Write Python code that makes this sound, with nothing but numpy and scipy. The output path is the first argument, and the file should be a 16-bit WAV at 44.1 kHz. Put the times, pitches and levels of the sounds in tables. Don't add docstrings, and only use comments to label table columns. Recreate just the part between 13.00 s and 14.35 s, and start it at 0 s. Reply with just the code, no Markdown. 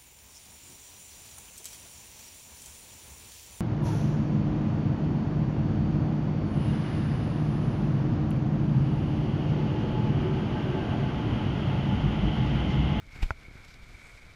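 import sys
import numpy as np
from scipy import signal
from scipy.fft import rfft, irfft, next_fast_len
from scipy.io import wavfile
from scipy.ndimage import map_coordinates

SR = 44100
rng = np.random.default_rng(int(sys.argv[2]) if len(sys.argv) > 2 else 0)


def dump_mix(stems):
    frames = np.atleast_2d(stems).T
    limited = np.clip(frames, -1, 1)
    pcm = np.round(limited * 32767).astype(np.int16)
    wavfile.write(sys.argv[1], SR, pcm)


N = 59535

# peak time in seconds, suction in dB, rise and fall in seconds.
PUFFS = [(0.1331, -37, .002, .0015), (0.1621, -32, 0.00087, 0.00044), (0.2307, -10, .0036, 0.0043),
         (.243, -32, 0.0027, 0.0017), (0.26, -26.5, 0.0024, 0.0057), (.426, -39, 0.00083, .0012),
         (0.4836, -33, 0.00096, 0.00087), (0.5124, -34.5, 0.002, 0.00047), (0.5555, -33.5, 0.0012, 0.0013),
         (0.6026, -38.5, 0.0014, 0.001), (0.824, -36, 0.0025, 0.0045), (0.913, -46, 0.0023, 0.0025),
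         (0.945, -38.5, 0.0037, 0.0024)]
PUFF_SOFT_HZ, MIC_BASS_HZ, MIC_DAMPING = 594, 23, 1
# peak time in seconds, level in dB, rise and fall in seconds.
SPRAY_BURSTS = [(0.158, -46, 0.0081, .012), (0.2284, -33.5, 0.0038, 0.0075), (0.233, -45, 0.021, 0.025)]
# frequency in Hz, relative level in dB.
SPRAY_COLOUR = [(150, 14), (400, -15), (600, -10), (790, 3.5), (1050, -5.5), (1500, -4), (2400, 2.5),
                (3300, -5.5), (5200, -9.5), (6600, -18), (7900, -13), (8800, -25.5), (11200, -21.5),
                (15000, -33)]

# pitch in Hz, relative level in dB, seconds to fade by 60 dB.
BODY_MODES = [(656, -26.5, 0.08), (893, -18, 0.031), (1038, -8, 0.013), (1412, 1, 0.011),
              (1600, -30, 0.0049), (1920, -20.5, 0.02), (2050, -13, 0.0083), (2410, -17.5, 0.018)]
# pitch in Hz, relative level in dB, seconds to fade by 60 dB.
TICK_MODES = [(3350, -25, .009), (4750, -25.5, 0.0076), (6150, -29, 0.014)]
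KNOCK_S, KNOCK_GAIN_DB, KNOCK_ATTACK_S, KNOCK_SOFT_HZ = .30635, -16, .0001, 2450
PUSH_HZ, PUSH_DB, PUSH_T60_S, PUSH_RISE_S, PUSH_LAG_S = 69, -13.5, 0.036, 0.0041, 0.0003

# time in seconds, gain on fizz and droplets in dB.
WASH_SWELL = [(0, -67), (.08, -67), (.15, -64), (.28, -60), (.35, -68), (.42, -64), (.49, -66), (.6, -64),
              (.7, -65.5), (.78, -66), (.9, -64), (1.03, -63.5), (1.15, -64.5), (1.27, -65.5), (1.35, -66)]
# frequency in Hz, relative level in dB.
FIZZ_COLOUR = [(100, 1.5), (300, 1), (600, 4), (1000, 1.5), (1450, -3.5), (1800, -10), (2900, -3),
               (3700, -1), (5200, -6.5), (7500, -13), (9000, -16), (12000, -18.5), (15000, -29)]
# frequency in Hz, relative level in dB.
DROP_COLOUR = [(1000, -25), (3000, 1), (4500, 0), (7500, -6.5), (10000, -15), (15000, -17)]
FIZZ_GAIN_DB, FIZZ_FLUTTER_DB = 3, 1
DROPS_PER_S, DROP_GAIN_DB, POP_SPREAD_DB = 610, -5, 4
# peak time in seconds, level in dB, rise and fall alike in seconds.
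SPLASHES = [(0.068, -58.5, 0.0024), (0.127, -60, 0.011), (0.433, -67, 0.0069), (0.563, -62, 0.0027),
            (0.65, -51.5, 0.0038), (0.684, -56, 0.0045), (0.711, -57.5, 0.02), (0.743, -52.5, 0.0027),
            (.822, -59, .002), (.843, -60, .002), (1.147, -63, 0.018), (1.176, -60, .004),
            (1.338, -59, 0.0033)]
# frequency in Hz, relative level in dB.
SPLASH_COLOUR = [(1000, -0.5), (2800, 1), (4000, 3), (5200, 3), (7500, -5.5), (9000, -13.5), (12000, -12.5),
                 (15000, -31)]
# frequency in Hz, relative level in dB.
FOAM_COLOUR = [(2000, -13), (5000, 3), (8000, 8), (10500, -1), (12500, -11), (15000, -16)]
FOAM_PEAK_S, FOAM_DB, FOAM_RISE_S, FOAM_FALL_S, FOAM_POPS_PER_S = 1.07, -67.5, 0.19, 0.16, 2900

# centre in Hz, half-width in Hz, relative level in dB.
HOUSING_MODES = [(1470, 296, -10.5), (2235, 142, -1)]
# time in seconds, level in dB.
RING_LEVEL = [(0, -57.5), (.06, -63.5), (.16, -51.5), (.28, -55), (.34, -59.5), (.42, -56), (.51, -58.5),
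              (.6, -53), (.68, -58), (.78, -57.5), (.94, -56), (1.06, -54.5), (1.2, -56.5), (1.35, -57.5)]
RING_FLUTTER_DB = 1.3
# frequency in Hz, relative level in dB.
WIND_COLOUR = [(10, -6), (28, 4.5), (50, -3.5), (95, -4), (160, -12), (300, -18.5), (600, -29), (2000, -61)]
# time in seconds, level in dB.
WIND_LEVEL = [(0, -57), (.1, -52), (.19, -45.5), (.3, -47), (.4, -49.5), (.47, -52.5), (.6, -51.5),
              (.76, -53.5), (.83, -50.5), (.93, -52.5), (1.06, -52), (1.35, -53)]
TOP_HZ = 15200


def puffs():
    suction = sum(-amp(db) * cusp(s, rise, fall) for s, db, rise, fall in PUFFS)
    rounded = lowpass(suction, PUFF_SOFT_HZ, order=2)
    bass_rolloff = lambda f: -f * f / (MIC_BASS_HZ ** 2 - f * f + 1j * MIC_DAMPING * MIC_BASS_HZ * f)
    return filtered(rounded, bass_rolloff)


def spray():
    level = sum(amp(db) * cusp(s, rise, fall) for s, db, rise, fall in SPRAY_BURSTS)
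    return level * coloured(rng.standard_normal(N), SPRAY_COLOUR)


def knock():
    age = np.maximum(clock() - KNOCK_S - PUSH_LAG_S, 0)
    envelope = amp(PUSH_DB - 60 * age / PUSH_T60_S) * (1 - np.exp(-age / PUSH_RISE_S))
    push = envelope * np.sin(2 * np.pi * PUSH_HZ * age)
    body = lowpass(ringing(BODY_MODES), KNOCK_SOFT_HZ, order=8)
    return push - amp(KNOCK_GAIN_DB) * (body + ringing(TICK_MODES))


def ringing(modes):
    age = np.maximum(clock() - KNOCK_S, 0)
    tones = sum(amp(db - 60 * age / t60) * np.sin(2 * np.pi * hz * age) for hz, db, t60 in modes)
    return tones * (1 - np.exp(-age / KNOCK_ATTACK_S))


def wash():
    fizz = coloured(rng.standard_normal(N), FIZZ_COLOUR)
    fizz *= amp(FIZZ_GAIN_DB + FIZZ_FLUTTER_DB * wobble(per_s=70.9))
    droplets = amp(DROP_GAIN_DB) * coloured(pops(DROPS_PER_S), DROP_COLOUR)
    return amp(curve(WASH_SWELL)) * (fizz + droplets)


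def splashes():
    level = sum(amp(db) * cusp(s, length, length) for s, db, length in SPLASHES)
    return level * coloured(rng.standard_normal(N), SPLASH_COLOUR)


def foam():
    level = amp(FOAM_DB) * cusp(FOAM_PEAK_S, FOAM_RISE_S, FOAM_FALL_S)
    return level * coloured(pops(FOAM_POPS_PER_S), FOAM_COLOUR)


def housing():
    resonances = lambda f: sum(amp(db) / (1 + ((f - hz) / width) ** 2) for hz, width, db in HOUSING_MODES)
    stirring = rng.standard_normal(N) * amp(RING_FLUTTER_DB * wobble(per_s=89.7))
    return amp(curve(RING_LEVEL)) * unit(filtered(stirring, resonances))


def wind(lumps_db=2):
    rumble = coloured(rng.standard_normal(N), WIND_COLOUR)
    lumps = amp(lumps_db * wobble(per_s=25))
    return amp(curve(WIND_LEVEL)) * unit(rumble * lumps)


def amp(db):
    return 10 ** (np.asarray(db) / 20)


def unit(x):
    return x / np.sqrt(np.mean(x ** 2) + 1e-20)


def clock():
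    return np.arange(N) / SR


def curve(rows):
    return np.interp(clock(), *np.transpose(rows))


def cusp(peak_s, rise, fall):
    t = clock() - peak_s
    return np.exp(-np.abs(t) / np.where(t < 0, rise, fall))


def wobble(per_s):
    return map_coordinates(rng.standard_normal(400), [clock() * per_s], mode="wrap")


def pops(per_s):
    clicks = (rng.random(N) < per_s / SR) * rng.choice([-1, 1], N)
    return clicks * amp(POP_SPREAD_DB * np.clip(rng.standard_normal(N), -2, 2))


def filtered(x, response):
    size = next_fast_len(N + SR // 2)
    return irfft(rfft(x, size) * response(np.fft.rfftfreq(size, 1 / SR)), size)[:N]


def coloured(x, colour):
    hz, db = np.transpose(colour)
    eq = lambda f: amp(np.interp(np.log(f + 1), np.log(hz + 1), db))
    return unit(filtered(x, eq))


def lowpass(x, hz, order):
    return signal.lfilter(*signal.butter(order, hz, fs=SR), x)


def scene():
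    return (puffs() + spray() + knock() + wash() + splashes() + foam() + housing() + wind())[None]


def record(dry):
    return filtered(dry[0], lambda hz: hz < TOP_HZ)[None]


dry = scene()
out = record(dry)
dump_mix(out)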